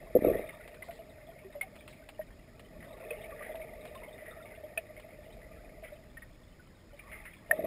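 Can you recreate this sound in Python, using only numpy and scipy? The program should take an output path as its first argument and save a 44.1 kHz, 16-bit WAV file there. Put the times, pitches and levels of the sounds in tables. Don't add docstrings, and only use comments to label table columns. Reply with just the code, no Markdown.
import sys
import numpy as np
from scipy import signal
from scipy.io import wavfile
from scipy.ndimage import uniform_filter1d

SR = 44100
rng = np.random.default_rng(int(sys.argv[2]) if len(sys.argv) > 2 else 0)


def to_wav(s):
    ch = np.atleast_2d(s).T
    pcm = np.round(np.clip(ch, -1, 1) * 32767)
    wavfile.write(sys.argv[1], SR, pcm.astype(np.int16))


N = 337806
TIME = np.arange(N) / SR

# frequency in Hz, relative level in dB.
RUMBLE_EQ = [(12, -4.5), (22, 0), (32, 15), (50, 12.5), (75, -3), (120, -33.5)]
CHURN_EQ = [(30, -14.5), (70, 0), (120, -2), (170, -3), (240, -4.5), (340, -8), (450, -14.5), (600, -11),
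            (800, -22.5), (1300, -51.5)]
HISS_EQ = [(240, -25.5), (450, 0), (640, -2), (860, -5), (1500, -6), (2070, -11), (2830, -10.5),
           (3800, -11), (4700, -11), (5060, -9), (5350, -12.5), (5800, -17), (7500, -51)]
SWISH_EQ = [(2000, -22), (3100, 3), (3900, 7), (4800, 1), (5800, -9)]
TICK_EQ = [(100, -33), (300, -4), (600, 13), (1000, 3), (1500, 2.5), (2400, 8.5), (3400, 1.5), (4500, -5.5),
           (5800, -20)]
RUB_EQ = [(35, -23), (70, -12), (130, -5), (230, -8.5), (300, -5), (380, -3.5), (500, -2.5), (660, 5.5),
          (800, -38.5), (1000, -47), (1180, -19.5), (1450, -44), (2000, -53.5)]
FIZZ_EQ = [(500, -49), (850, -2.5), (964, -34), (1180, -3.5), (1560, -20.5), (1820, 0), (2020, 0),
           (2270, -1.5), (2490, -2), (2940, -19), (3700, -10), (4100, -25.5), (5850, -55.5)]
GURGLE_EQ = [(160, -45), (280, -24.5), (307, -45), (333, -18), (365, -13), (435, -7.5), (533, -6.5),
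             (585, -2.5), (615, 6), (651, 4), (770, -18.5), (866, -17.5), (950, -17), (1240, -74),
             (2090, -120)]
# pitch in Hz, rms level in dB.
WHINE_TONES = [(4992, -90), (5037, -92), (5043, -92), (5088, -82.5), (5136, -91)]
# start in seconds, length in seconds, relative rumble in dB, relative churn in dB.
WATER_SURGES = [(0.24, 0.11, -48, -54.5), (2.334, 0.054, -56, -64), (2.8, 0.055, -61, -55.5),
                (3.2, 0.8, -59.5, -63), (5.35, 0.4, -55.5, -62), (5.9, 0.62, -59, -78),
                (7.13, 0.044, -54, -77)]
# start in seconds, level in dB.
WATER_SWISHES = [(0.845, -64), (0.94, -65), (1.9, -64)]
# start in seconds, relative level in dB.
DRY_TICKS = [(0.6761, -47), (0.7427, -49.5), (0.822, -53), (0.9086, -48.5), (1.6101, -43), (1.7564, -48.5),
             (1.8774, -44.5), (2.088, -44.5), (2.5946, -48.5), (2.8447, -54), (3.5543, -47), (3.8524, -46),
             (3.9483, -50), (4.7745, -48), (4.9968, -49.5)]
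# start in seconds, length in seconds, relative level in dB.
GRIP_RUBS = [(0.268, 0.025, -33), (7.595, 0.035, -44.5), (7.65, 0.02, -40)]
# pitch in Hz, relative level in dB, time to fall 60 dB in seconds.
HOUSING_MODES = [(232.6, -16.5, 0.064), (298, -38, 0.043), (395, -104, 0.027), (494, -15.5, 0.085),
                 (576, -31, 0.081), (1120, -58, 0.055)]
# start in seconds, relative level in dB, pitch in Hz, swell time in seconds.
HOUSING_KNOCKS = [(0.1511, -9.5, 487, 0.0035), (0.1596, -11, 515, 0.0031), (0.167, -11, 474, 0.0029),
                  (0.19, -22.5, 280, 0.001), (0.222, -19.5, 380, 0.002), (0.2373, -24, 405, 0.0017),
                  (0.247, -11, 497, 0.0024), (0.268, -15, 350, 0.004), (0.277, -18.5, 458, 0.0049),
                  (0.2843, -17.5, 560, 0.0038), (0.298, -21, 420, 0.0036), (0.3105, -19, 440, 0.0045),
                  (0.3305, -27, 580, 0.0043), (0.3529, -20, 437, 0.0032), (0.3935, -23, 500, 0.0019),
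                  (7.589, -22.5, 627, 0.0071), (7.6415, -30, 607, 0.0055)]
# start in seconds, length in seconds, relative fizz in dB, relative gurgle in dB.
SWIMMER_SPLASHES = [(0.243, 0.12, -55, -48.5), (7.017, 0.036, -69.5, -65.5), (7.123, 0.05, -61, -60.5),
                    (7.553, 0.11, -60.5, -48)]
# time of full flow in seconds, length in seconds, relative level in dB.
AIR_PLUMES = [(-0.6, 2.68, -3), (3.05, 2.9, -0.1)]
# start in seconds, relative level in dB, centre pitch in Hz, time to fall 60 dB in seconds.
BUBBLE_CLUSTERS = [(0.2424, -38, 1300, 0.15), (0.271, -46, 1180, 0.17), (0.3316, -33.5, 1870, 0.29),
                   (0.4894, -37, 1940, 0.14), (0.6044, -40, 2020, 0.38), (1.3846, -43.5, 2230, 0.17),
                   (1.8073, -41, 2370, 0.072), (1.925, -43.5, 2300, 0.18), (2.3042, -46.5, 1820, 0.1),
                   (2.8244, -38.5, 1940, 0.088), (3.2375, -36, 2320, 0.089), (3.3836, -37, 2000, 0.69),
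                   (3.4221, -32.5, 1970, 0.39), (4.0187, -44.5, 970, 0.33), (4.185, -40, 1990, 0.5),
                   (4.2575, -37.5, 1900, 0.41), (4.31, -43, 1290, 0.3), (4.455, -39.5, 2190, 0.39),
                   (5.8354, -33.5, 2095, 0.27), (7.1162, -32, 2080, 0.31), (7.253, -34, 1990, 0.16),
                   (7.3342, -40, 2390, 0.12)]
# start in seconds, peak of the ring in dB, pitch in Hz.
NEAR_BUBBLES = [(0.435, -37.5, 635), (0.489, -41, 2150), (0.822, -39.5, 2034), (0.8865, -36.5, 675),
                (0.99, -41.5, 658), (1.282, -43, 664), (1.447, -43.5, 383), (1.552, -38, 603),
                (1.564, -39, 585), (1.611, -25.5, 2146), (1.625, -38, 2184), (1.6285, -45.5, 763),
                (2.1925, -31, 620), (2.212, -46.5, 1877), (3.1058, -33, 2536), (3.106, -35.5, 600),
                (3.108, -37, 470), (3.318, -45, 1155), (3.408, -45.5, 1194), (3.4935, -34.5, 618),
                (3.5455, -36.5, 652), (3.599, -38, 624), (3.9525, -45, 1060), (4.3985, -50, 1370),
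                (4.6365, -40, 612), (4.774, -33, 653), (4.7755, -23, 2505), (4.774, -36.5, 1780),
                (5.826, -42.5, 642), (5.9205, -41, 602), (6.17, -43.5, 1845), (6.221, -44.5, 1880),
                (6.5927, -54, 1467), (6.931, -48, 577), (6.991, -42, 2355), (7.495, -39, 617),
                (7.509, -26, 662), (7.5115, -13, 1810), (7.529, -26, 612)]


def gain_of(db):
    return 10 ** (np.asarray(db) / 20)


def unit_rms(x):
    return x / np.sqrt(np.mean(x ** 2) + 1e-20)


def add(mix, s, sound):
    part = mix[max(round(s * SR), 0):][:len(sound)]
    part += sound[:len(part)]


def coloured(x, eq, size=4096):
    hz, db = np.transpose(eq)
    db = np.interp(np.log(abs(np.fft.fftfreq(size, 1 / SR)) + 1), np.log(hz + 1), db)
    log_gain = np.log(gain_of(np.maximum(db, -100)))
    response = np.fft.ifft(np.exp(np.conj(signal.hilbert(log_gain)))).real
    return unit_rms(signal.oaconvolve(x, response[:size // 2])[:N])


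def noise(eq):
    return coloured(rng.standard_normal(N), eq)


def steadied(x, span_s):
    return x / np.sqrt(abs(uniform_filter1d(x ** 2, int(span_s * SR))) + 1e-6)


def swells(rows, rise_db_per_s, fade_db_per_s, sag_db_per_s=0, level_column=2):
    power = np.zeros(N)
    for row in rows:
        t, length_s = TIME - row[0], row[1]
        drop_db = rise_db_per_s * np.maximum(-t, 0) + sag_db_per_s * np.maximum(t, 0)
        drop_db += fade_db_per_s * np.maximum(t - length_s, 0)
        power += gain_of(row[level_column] - np.minimum(drop_db, 200)) ** 2
    return np.sqrt(power)


def pops(per_s, spread_db):
    at = np.flatnonzero(rng.random(N) < per_s / SR)
    out = np.zeros(N)
    out[at] = rng.choice([-1, 1], len(at))
    out[at] *= gain_of(spread_db * np.minimum(rng.exponential(1, len(at)), 4))
    return out


def burst(t60, length_s=0.2):
    t = np.arange(int(length_s * SR)) / SR
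    return rng.standard_normal(len(t)) * gain_of(-60 * t / t60)


def pulsation(hz, swell_s, rise=0, softness=2):
    age = np.arange(int(10 * swell_s * SR)) / (swell_s * SR)
    envelope = (age * np.exp(1 - age)) ** softness
    return envelope * np.sin(2 * np.pi * hz * swell_s * (age + rise * (age * age / 2 - age)))


def pool_echoes(x, t60, wet_db, delay_s):
    t = np.arange(SR // 2) / SR
    taps = rng.standard_normal(len(t)) * (rng.random(len(t)) < 2500 / SR)
    taps *= (t > delay_s) * gain_of(-60 * t / t60)
    return x + gain_of(wet_db) * signal.oaconvolve(x, taps / np.linalg.norm(taps))[:N]


def electronics(hiss_db=-69):
    whine = sum(gain_of(db) * np.sqrt(2) * np.sin(2 * np.pi * hz * TIME) for hz, db in WHINE_TONES)
    return gain_of(hiss_db) * noise(HISS_EQ) + whine


def eddies(calm_rumble_db=-63.5, calm_churn_db=-58.5):
    large = gain_of(-1) * swells(WATER_SURGES, rise_db_per_s=50, fade_db_per_s=90)
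    small = gain_of(1.5) * swells(WATER_SURGES, rise_db_per_s=50, fade_db_per_s=90, level_column=3)
    rumble = np.hypot(gain_of(calm_rumble_db), large) * steadied(noise(RUMBLE_EQ), span_s=0.37)
    churn = np.hypot(gain_of(calm_churn_db), small) * noise(CHURN_EQ)
    return rumble + churn


def swishes(hold_s=0.018):
    rows = [(s, hold_s, db) for s, db in WATER_SWISHES]
    return swells(rows, rise_db_per_s=603, fade_db_per_s=220) * noise(SWISH_EQ)


def ticks(attack_s=0.00044):
    out = np.zeros(N)
    for s, db in DRY_TICKS:
        click = burst(t60=0.07) + gain_of(2) * burst(t60=0.0017)
        attack = 1 - np.exp(-TIME[:len(click)] / attack_s)
        add(out, s, gain_of(db) * click * attack)
    return np.std(out) * coloured(out, TICK_EQ)


def rubs():
    slips = steadied(coloured(pops(per_s=600, spread_db=2), RUB_EQ), span_s=0.02)
    return gain_of(5) * slips * swells(GRIP_RUBS, rise_db_per_s=420, fade_db_per_s=150)


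def knocks(ring_attack_s=0.0078):
    blows, impulses = np.zeros(N), np.zeros(N)
    for s, db, hz, swell_s in HOUSING_KNOCKS:
        add(blows, s, gain_of(db - 1) * pulsation(hz, swell_s, softness=3.5))
        add(blows, s, gain_of(db - 11) * pulsation(hz=290, swell_s=0.0017, softness=0.39))
        add(impulses, s, gain_of([db]))
    t = np.arange(SR // 4) / SR
    ring = sum(gain_of(db - 60 * t / t60) * np.sin(2 * np.pi * hz * t) for hz, db, t60 in HOUSING_MODES)
    ring *= 1 - np.exp(-t / ring_attack_s)
    return blows + signal.oaconvolve(impulses, ring)[:N]


def swarm(low_hz, high_hz, per_s, cycles, spread_db, bunch_db, rise, pitches, bunch_per_s=29):
    out = np.zeros(N)
    for pair in np.geomspace(low_hz, high_hz, pitches).reshape(-1, 2):
        wander = np.interp(TIME * bunch_per_s, np.arange(600), rng.standard_normal(600))
        for hz in pair:
            ring = pulsation(hz, cycles / hz * rng.uniform(1.0, 2.1), rise)
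            births = gain_of(bunch_db * wander) * pops(per_s / pitches, spread_db)
            out += signal.oaconvolve(births, ring / np.linalg.norm(ring))[:N]
    return unit_rms(out)


def fizz(air, full_flow_db=-58, rest_db=-70.5):
    cloud = swarm(850, 4300, per_s=2400, cycles=4, spread_db=2.2, bunch_db=3, rise=0.005, pitches=28)
    middle = swarm(950, 2300, per_s=16, cycles=4, spread_db=1.5, bunch_db=1, rise=0.01, pitches=12)
    high = swarm(2300, 3800, per_s=12, cycles=4, spread_db=2, bunch_db=1, rise=0.01, pitches=10)
    strays = gain_of(-73) * middle + gain_of(-75.5) * high
    strays = pool_echoes(strays, t60=0.072, wet_db=0, delay_s=0.0023)
    diver = gain_of(full_flow_db) * air ** 1.36 + gain_of(rest_db)
    swimmer = gain_of(6) * swells(SWIMMER_SPLASHES, rise_db_per_s=145, fade_db_per_s=59)
    strength = np.hypot(diver, swimmer)
    rush = strength * steadied(coloured(cloud, FIZZ_EQ), span_s=0.15)
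    stray_strength = unit_rms(np.minimum(strength, gain_of(full_flow_db)) ** 0.95)
    return rush + stray_strength * strays


def gurgle(air, full_flow_db=-47.5):
    cloud = swarm(300, 900, per_s=520, cycles=2.2, spread_db=2.8, bunch_db=1.2, rise=0.015, pitches=14)
    gulps = swells(SWIMMER_SPLASHES, rise_db_per_s=220, fade_db_per_s=110, level_column=3)
    strength = np.hypot(gain_of(full_flow_db) * air, gain_of(2.5) * gulps)
    return strength * steadied(coloured(cloud, GURGLE_EQ), span_s=0.1)


def spray(hz, t60, width):
    band = signal.butter(1, [hz / (1 + width), hz * (1 + width)], "band", fs=SR, output="sos")
    high_cut = signal.butter(4, hz * 1.43, fs=SR, output="sos")
    puff = signal.sosfilt(high_cut, signal.sosfilt(band, burst(t60)))
    return puff / abs(puff).max()


def splutters(air, small_count=26, small_hz=2030):
    large, small = np.zeros(N), np.zeros(N)
    for s, db, hz, t60 in BUBBLE_CLUSTERS:
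        add(large, s, gain_of(db - 5.5) * spray(hz, t60, width=0.038))
    for slot, (jitter, accent, detune) in enumerate(rng.uniform(-1, 1, (small_count, 3))):
        s = (slot + 0.5 + jitter / 2) / small_count * TIME[-1]
        puff = spray(small_hz * (1 + 0.11 * detune), t60=0.13, width=0.024)
        add(small, s, gain_of(-42.5 + 5 * accent) * puff)
    return large + air * small


def near_bubbles():
    out = np.zeros(N)
    for s, db, hz in NEAR_BUBBLES:
        swell_s = 0.0079 * (1000 / hz) ** 0.55 / gain_of(db + 40) ** 0.24
        snap = pulsation(hz, swell_s=0.95 / hz) / np.sqrt(1 + hz * swell_s)
        ragged = min(hz / 2000, 1) / (1 + gain_of(db + 37))
        add(out, s, gain_of(db + 4.5) * snap)
        add(out, s, gain_of(db) * pulsation(hz, swell_s, rise=0.0016))
        add(out, s, gain_of(db + 2) * ragged * spray(hz, t60=0.08, width=0.084))
    return pool_echoes(out, t60=0.013, wet_db=-21.5, delay_s=0.0027)


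def scene():
    air = swells(AIR_PLUMES, rise_db_per_s=32, fade_db_per_s=33, sag_db_per_s=3.5)
    bubbles = near_bubbles() + splutters(air) + gurgle(air) + fizz(air)
    return (bubbles + ticks() + swishes() + knocks() + rubs() + eddies() + electronics())[None]


def record(dry, camera_hz=12000, high_cut_hz=15600):
    slow = signal.resample_poly(dry, camera_hz, SR, axis=1)
    held = signal.resample_poly(np.repeat(slow, 4, axis=1), SR, 4 * camera_hz, axis=1)[:, :N]
    high_cut = signal.firwin(401, high_cut_hz, window=("kaiser", 8), fs=SR)
    return signal.oaconvolve(held, high_cut[None], "same")


dry = scene()
out = record(dry)
to_wav(out)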